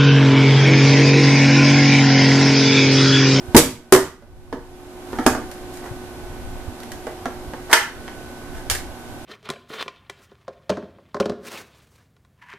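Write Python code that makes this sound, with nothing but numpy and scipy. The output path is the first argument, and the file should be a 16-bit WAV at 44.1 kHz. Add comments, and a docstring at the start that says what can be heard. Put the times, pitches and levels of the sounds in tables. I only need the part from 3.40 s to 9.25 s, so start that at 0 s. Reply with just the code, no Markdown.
"""A plastic vegetable chopper on a cutting board: its lid is slammed down twice, the box is knocked and opened,
and its blade plate is prised out and laid aside. Impacts excite damped modes of board, table, box and plate
and shaped noise for walls and edges; rubbing is grainy noise. A fan adds air noise and unsteady tones, a low
rumble swells slowly, and handling bumps the microphones. Blows and rubs echo in a small kitchen. The close
microphones overload on strong peaks; their gain sinks and climbs steadily back."""
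import sys
import numpy as np
from scipy import signal
from scipy.fft import rfft, irfft, next_fast_len
from scipy.io import wavfile
from scipy.ndimage import map_coordinates

SR = 44100
rng = np.random.default_rng(int(sys.argv[2]) if len(sys.argv) > 2 else 0)


def int16_out(signal):
    """Quantize to a 16-bit WAV file."""
    q = np.round(np.clip(np.atleast_2d(signal).T, -1, 1) * 32767)
    wavfile.write(sys.argv[1], SR, q.astype(np.int16))


N = 257984
AGE = np.arange(SR // 2) / SR  # time since a blow (s)

# spectrum of the fan's air noise, relative: (frequency [Hz], level [dB])
AIR_SPECTRUM = [(20, -12.5), (100, -6), (190, -12.5), (270, -2.5), (350, -6.5), (430, -11), (760, -10),
                (1300, -19.5), (2500, -25), (5000, -31), (8500, -32.5), (12500, -32.5), (14300, -42.5)]
# stereo width of the air noise: (frequency [Hz], side relative to mid [dB])
AIR_WIDTH = [(60, -6.5), (110, -13), (200, -17.5), (370, -19), (670, -10), (1230, -3.5), (2240, -2),
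             (4100, 2), (7490, 0), (13700, -0.5)]
# fan tones: (frequency [Hz], mean level [dB])
FAN_TONES = [(242.2, -46.5), (360.7, -41), (748.3, -49), (1082, -60), (1497, -54), (1556, -59)]
# spectrum of the low rumble, relative: (frequency [Hz], level [dB])
RUMBLE_SPECTRUM = [(8, -2.5), (25, 1.5), (60, -3), (110, -7.5), (170, -14), (400, -59.5), (1000, -100)]
# stereo width of the rumble: (frequency [Hz], side relative to mid [dB])
RUMBLE_WIDTH = [(30, -1.0), (120, -5)]
# slow swells of the low rumble: (time [s], length [s], peak level before lumps [dB])
RUMBLE_SWELLS = [(0.45, 1, -32), (1.65, 0.72, -45), (2.705, 0.6, -39), (4.988, 0.65, -38.5)]
RUMBLE_REST_DB = -45.5  # between swells
# low bumps from handling the microphones: (time [s], frequency [Hz], level [dB], left relative to right [dB])
HANDLING_BUMPS = [(0.083, 88, -23, -27), (2.509, 113, -15.5, 14), (3.277, 83.6, -12.5, -10),
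                  (4.076, 62, -14, -2), (5.315, 61, -16, 11)]
BUMP_T60_S = 0.052  # short and damped

# modes of the board on its table: (frequency [Hz], relative level [dB], decay t60 [s])
BOARD_MODES = [(223.8, -11.5, 0.16), (258, 1, 0.095), (280.6, -2.5, .08), (312.3, -2, 0.11)]
# modes of the hollow box: (frequency [Hz], relative level [dB], decay t60 [s])
BOX_MODES = [(293.2, -17, 0.19), (374.8, -3.5, 0.15), (478.4, -10, 0.12), (582, -12, 0.055),
             (667, -26, .08), (837, -17, 0.013), (949, -30, 0.15)]
# resonances of the thin plastic walls: (frequency [Hz], bandwidth [Hz], relative level [dB])
WALL_RESONANCES = [(473, 75, 8.5), (727, 172, 3.5), (910, 156, 2.5), (1143, 160, 1.5), (1525, 580, 1),
                   (2040, 610, -2.5), (2980, 450, -8), (5070, 2200, -13), (6260, 1100, -10)]
# spectrum of hard edges meeting: (frequency [Hz], relative level [dB])
EDGE_SPECTRUM = [(300, -27), (1200, -6.5), (2200, 1.5), (4000, 0.5), (6000, 0), (9500, 0.5), (12500, -5),
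                 (14500, -1.5)]
# diffuse echo of the kitchen: (frequency [Hz], decay t60 [s], echo level before build-up [dB])
KITCHEN_ECHO = [(149.7, 0.51, 0.5), (267, 0.33, -20.5), (397, 0.23, -1), (1250, 0.34, -2),
                (3480, 0.33, -4.5), (10000, 0.27, -4.5)]
# stereo width of contact noise, rubbing and echo: (frequency [Hz], side relative to mid [dB])
CONTACT_WIDTH = [(150, -19.5), (370, -21.5), (900, -14), (2200, -6), (5500, 0.5), (13000, -0.5)]

# slams: (time [s], travel to the stop [s], strength [dB], weight on the board [dB], hardness of first touch [dB])
SLAMS = [(0.1472, 0.018, 11.5, -2, -15), (0.5238, 0.013, 14.5, -14.5, 3.5)]
# table modes under a slam: (frequency [Hz], relative level [dB], decay t60 [s])
TABLE_MODES = [(85.6, -3.5, 0.42), (149, 1.5, 0.34)]
TABLE_DB, TABLE_GROWS = -3, 0.29  # offset at a board thud of 0 dB, and dB per dB of thud
SLAM_HZ = 885  # centre of the clack
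SLAM_BOX_DB, SLAM_CLACK_DB, SLAM_SNAP_DB = -0.5, -2, -4  # base offsets from the slam strength
STOP_BOARD_DB = -5  # the stop pushes the board less than the first touch
STOP_SNAP_SHARE = 0.5  # after a soft first touch the stop cracks harder (dB per dB)
REBOUND_S, REBOUND_LOSS_DB = 0.0125, 3.5  # time between rebounds, loss at each

# knocks on board or hand, body and snap relative to strength:
# (time [s], strength [dB], hollow body [dB], edge snap [dB])
KNOCKS = [(0.824, -25.5, -2, -27), (1.127, -11, -2, -25), (1.731, -28.5, 0.5, -21), (1.787, -17, -2, -31),
          (1.864, -3, -4, -7), (1.950, -20.5, -2, -25), (2.026, -37.5, 3, -30), (3.668, -22, -16, -19),
          (3.857, -18, -11, -28), (4.1363, -26, -7, -32)]
KNOCK_HZ, KNOCK_BOARD_DB = 880, -1  # centre of the clack; board relative to box
SETTLE_S, SETTLE_LOSS_DB, SETTLE_DULL_DB = 0.009, 8, 12  # time between rocks, loss, extra loss of the snap
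# rubbing of plastic, hands and wet pieces, levels at mid-stroke:
# (time [s], length [s], low rub [dB], centre of the rub [Hz], high rustle [dB])
RUBS = [(1.58, 0.47, -41.5, 840, -49.5), (2.31, 0.075, -62, 1500, -46), (2.408, 0.098, -37.5, 820, -50),
        (4.28, 0.094, -26.5, 980, -39), (5.097, 0.15, -46, 1500, -52)]
# light ticks of the hinge and catches: (time [s], snap level [dB])
TICKS = [(2.114, -35.5), (2.372, -38.5), (3.402, -39), (3.433, -39), (3.518, -32.5)]
TICK_HZ, TICK_CLACK_DB = 2540, -2  # centre of the clack and its level relative to the snap
# the plate slips, springs free, grazes the box and is laid down:
# (time [s], snap level [dB], clack level [dB], centre of the clack [Hz])
PLATE_HITS = [(4.314, -26.5, -22, 1090), (4.3292, -2.5, 4, 2250), (4.679, -55, -32, 2240),
              (5.299, -14, -23.5, 2500), (5.312, -18, -24.5, 2300), (5.349, -25, -24.5, 2100)]
# modes of the blade plate: (frequency [Hz], relative level [dB], decay t60 [s])
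PLATE_MODES = [(1840, -11, 0.1), (2090, -4, 0.085), (2230, 10, 0.022), (2660, 2, 0.051), (3030, -20, 0.071),
               (3250, -6, 0.058), (4420, 2, 0.1), (4840, -7, 0.17), (5640, -6, 0.1), (6860, -3.5, 0.18),
               (7600, -6, 0.12), (9500, -12, .08)]
TWANG_DB, PLATE_BOX_DB = -17.5, -20  # plate ring relative to the snap, box relative to the clack
CHATTER_S, CHATTER_LOSS_DB = 0.007, 8  # delay and loss of the second touch
TOP_HZ = 14200  # band limit


def amp(db):
    """Logarithmic level: decibels to amplitude gain."""
    return 10 ** (np.asarray(db) / 20)


def unit(x):
    """Normalisation: scale x to an rms of 1."""
    return x / np.sqrt(np.mean(x ** 2) + 1e-20)


def along(points, hz):
    """Interpolation of (frequency, value) points on a logarithmic frequency axis."""
    f, v = np.transpose(points)
    return np.interp(np.log(hz + 1), np.log(f + 1), v)


def add(track, s, sound):
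    """Superposition: mix a sound into the track at time s."""
    part = track[:, round(s * SR):][:, :sound.shape[-1]]
    part += sound[..., :part.shape[-1]]


def wobble(rate, size):
    """Slow random modulation: a smooth curve through rate random knots a second."""
    knots = rng.standard_normal(int(size * rate / SR) + 4)
    return map_coordinates(knots, [np.arange(size) * rate / SR])


def noise(colour, width, size):
    """Filtered noise: colour sets the gain by frequency, independent side noise the width; mid has rms 1."""
    m = next_fast_len(size)
    hz = np.fft.rfftfreq(m, 1 / SR)
    mid, side = rfft(rng.standard_normal((2, m))) * colour(hz)
    mid = irfft(mid, m)
    side = irfft(side * amp(along(width, hz)), m)
    return np.array([mid + side, mid - side])[:, :size] / np.std(mid)


def fan(air_db=-39.0, waver_db=3.5, drift_rad=0.2):
    """Broadband flow noise plus motor tones whose amplitude and phase wander slowly."""
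    t = np.arange(N) / SR
    track = amp(air_db) * noise(lambda hz: amp(along(AIR_SPECTRUM, hz)), AIR_WIDTH, N)
    for hz, db in FAN_TONES:
        level = amp(db + waver_db * wobble(1.55, N))
        track += level * np.sin(2 * np.pi * hz * t + drift_rad * wobble(3.1, N))
    return track


def rumble(lumpy_db=2.3):
    """Amplitude-modulated low noise, different at the two microphones, with slow swells and random lumps."""
    level = np.full((1, N), amp(RUMBLE_REST_DB))
    for s, length, db in RUMBLE_SWELLS:
        add(level, s, amp(db) * np.hanning(int(length * SR)))
    low_noise = noise(lambda hz: amp(along(RUMBLE_SPECTRUM, hz)), RUMBLE_WIDTH, N)
    return level * amp(lumpy_db * wobble(12, N)) * low_noise


def swing(hz, db, t60, rise_s=0.0071):
    """Damped oscillation with a gradual onset."""
    envelope = amp(db - 60 * AGE / t60) * (1 - np.exp(-AGE / rise_s))
    return envelope * np.sin(2 * np.pi * hz * AGE)


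def bumps():
    """Handling noise: short damped low oscillations, at unequal levels left and right."""
    track = np.zeros((2, N))
    for s, hz, db, pan_db in HANDLING_BUMPS:
        add(track, s, swing(hz, db, BUMP_T60_S) * amp([[pan_db / 2], [-pan_db / 2]]))
    return track


def walls(centre_hz, slope_db=6):
    """Resonant filtering: harder contact, with a higher centre, favours higher wall modes (slope in dB/octave)."""
    def colour(hz):
        response = 0
        for k, (c, w, db) in enumerate(WALL_RESONANCES):
            resonance = 1j * hz * w / (c * c - hz * hz + 1j * hz * w)
            response = response + (-1) ** k * amp(db) * resonance
        octaves_away = abs(np.log2((hz + 1) / centre_hz))
        return abs(response) * amp(-slope_db * octaves_away)
    return colour


def edges(hz):
    """Short stiff contact: the bright spectrum of hard edges meeting."""
    return amp(along(EDGE_SPECTRUM, hz))


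def ring(modes, vary_db, detune):
    """Modal superposition: grip and point of contact alter each damped mode's level and pitch a little."""
    sound = 0
    for k, (hz, db, t60) in enumerate(modes):
        level_chance, pitch_chance = rng.standard_normal(2)
        envelope = amp(db + vary_db * level_chance - 60 * AGE / t60)
        sound = sound + (-1) ** k * envelope * np.sin(2 * np.pi * hz * (1 + detune * pitch_chance) * AGE)
    return sound


def in_kitchen(sound, build_s=0.004):
    """Diffuse reverberation: the direct sound plus a fresh echo that builds up from nearby surfaces."""
    room = np.array(KITCHEN_ECHO)
    hz, t, z = signal.stft(noise(np.ones_like, CONTACT_WIDTH, len(AGE)), SR, nperseg=256)
    t60 = along(room[:, [0, 1]], hz)[:, None]
    level = along(room[:, [0, 2]], hz)[:, None]
    energy = SR * t60 / (2 * np.log(1000))  # of the decay alone, divided out
    decaying = z * amp(level - 60 * t / t60) / np.sqrt(energy)
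    tail = signal.istft(decaying, SR, nperseg=256)[1][:, :len(AGE)]
    tail = tail * (1 - np.exp(-(AGE / build_s) ** 2))
    tail[:, 0] += 1  # the direct path
    return signal.fftconvolve(sound, tail, axes=1)


def contact(board_db, box_db, clack_db, centre_hz, snap_db, clack_t60=0.045, snap_t60=0.035):
    """Impact excitation: board and box modes ring, walls rattle and edges crack as decaying noise."""
    board = amp(board_db) * ring(BOARD_MODES, vary_db=3.6, detune=0.015)
    box = amp(box_db) * ring(BOX_MODES, vary_db=5.0, detune=0.0069)
    clack = amp(clack_db - 60 * AGE / clack_t60) * noise(walls(centre_hz), CONTACT_WIDTH, len(AGE))
    snap = amp(snap_db - 60 * AGE / snap_t60) * noise(edges, CONTACT_WIDTH, len(AGE))
    return in_kitchen(board + box + clack + snap)


def slams(count=3):
    """Repeated impact: the lid meets the vegetable, thumps board and table, then hits its stop and rebounds."""
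    track = np.zeros((2, N))
    for s, travel_s, db, weight_db, hard_db in SLAMS:
        thud_db = db + weight_db
        touch_db = db + hard_db / 2
        touch_snap_db = db + SLAM_SNAP_DB + hard_db
        touch = contact(thud_db, touch_db + SLAM_BOX_DB, touch_db + SLAM_CLACK_DB, SLAM_HZ, touch_snap_db)
        add(track, s, touch)
        for hz, level, t60 in TABLE_MODES:
            add(track, s, swing(hz, TABLE_DB + TABLE_GROWS * thud_db + level, t60))
        for k in range(count):
            stop_db = db - k * REBOUND_LOSS_DB
            board_db = stop_db + weight_db + STOP_BOARD_DB
            snap_db = stop_db + SLAM_SNAP_DB - STOP_SNAP_SHARE * hard_db
            stop = contact(board_db, stop_db + SLAM_BOX_DB, stop_db + SLAM_CLACK_DB, SLAM_HZ, snap_db)
            add(track, s + travel_s + k * REBOUND_S, stop)
    return track


def knocks(count=3):
    """Energy loss in rocking: the box lands on one edge and comes to rest, each time softer and duller."""
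    track = np.zeros((2, N))
    for s, strength_db, body_db, snap_db in KNOCKS:
        for k in range(count):
            db = strength_db - k * SETTLE_LOSS_DB
            dull_db = k * SETTLE_DULL_DB
            box_db = db + body_db
            knock = contact(box_db + KNOCK_BOARD_DB, box_db, db - dull_db / 2, KNOCK_HZ, db + snap_db - dull_db)
            add(track, s + k * SETTLE_S, knock)
    return track


def rubs(grain_db=3):
    """Stick-slip friction: sliding surfaces catch and slip in small uneven grains."""
    track = np.zeros((2, N))
    for s, length, low_db, centre_hz, high_db in RUBS:
        size = int(length * SR)
        grains = unit(amp(grain_db * wobble(238, size)))
        low_rub = amp(low_db) * noise(walls(centre_hz), CONTACT_WIDTH, size)
        rustle = amp(high_db) * noise(edges, CONTACT_WIDTH, size)
        add(track, s, in_kitchen(np.hanning(size) * grains * (low_rub + rustle)))
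    return track


def ticks():
    """Light impact: small catches click without ringing board or box."""
    track = np.zeros((2, N))
    for s, db in TICKS:
        add(track, s, contact(-np.inf, -np.inf, db + TICK_CLACK_DB, TICK_HZ, db))
    return track


def blade_plate():
    """Plate vibration: the stiff plate with its steel grid rings briefly, clacks and springs to a second touch."""
    track = np.zeros((2, N))
    for s, snap_db, clack_db, centre_hz in PLATE_HITS:
        twang = amp(snap_db + TWANG_DB) * ring(PLATE_MODES, vary_db=1.5, detune=0.001)
        add(track, s, in_kitchen(twang[None]))
        for k in range(2):
            touch_db = clack_db - k * CHATTER_LOSS_DB
            touch_snap_db = snap_db - k * CHATTER_LOSS_DB
            touch = contact(-np.inf, touch_db + PLATE_BOX_DB, touch_db, centre_hz, touch_snap_db)
            add(track, s + k * CHATTER_S, touch)
    return track


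def scene():
    """Superposition of all sources, with a level difference that places everything a little to the right."""
    right_db = 1.0  # right raised and left lowered by this much
    chopper = slams() + knocks() + rubs() + ticks() + blade_plate()
    return (fan() + rumble() + bumps() + chopper) * amp([[-right_db], [right_db]])


def gain_control(x, limit_db=-7, attack_s=0.043, recover_db=19.0, start_db=-3):
    """Feedback compression: peaks well over the limit sink the gain; it recovers at recover_db a second to 0 dB."""
    hop = SR // 1000  # about 1 ms
    blocks = abs(x[:, :N // hop * hop]).max(0).reshape(-1, hop)
    peaks = 20 * np.log10(blocks.max(1) + 1e-9)
    gain, gains = start_db, []
    for peak in peaks:
        gains.append(gain)
        excess = max(peak + gain - limit_db, 0)
        gain = min(gain + (recover_db - excess / attack_s) * hop / SR, 0)
    return x * amp(np.interp(np.arange(N) / hop, np.arange(len(gains)), gains))


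def record(dry):
    """Nonlinear reception: gain control too slow for the slams, soft saturation and a steep band limit."""
    x = gain_control(dry)
    ceiling = .93
    x = x / (1 + abs(x / ceiling) ** 6) ** (1 / 6)
    m = next_fast_len(N + SR // 2)
    lowpass = 1 / np.sqrt(1 + (np.fft.rfftfreq(m, 1 / SR) / TOP_HZ) ** 180)
    return np.clip(irfft(rfft(x, m) * lowpass, m)[:, :N], -1, 1)


dry = scene()
out = record(dry)
int16_out(out)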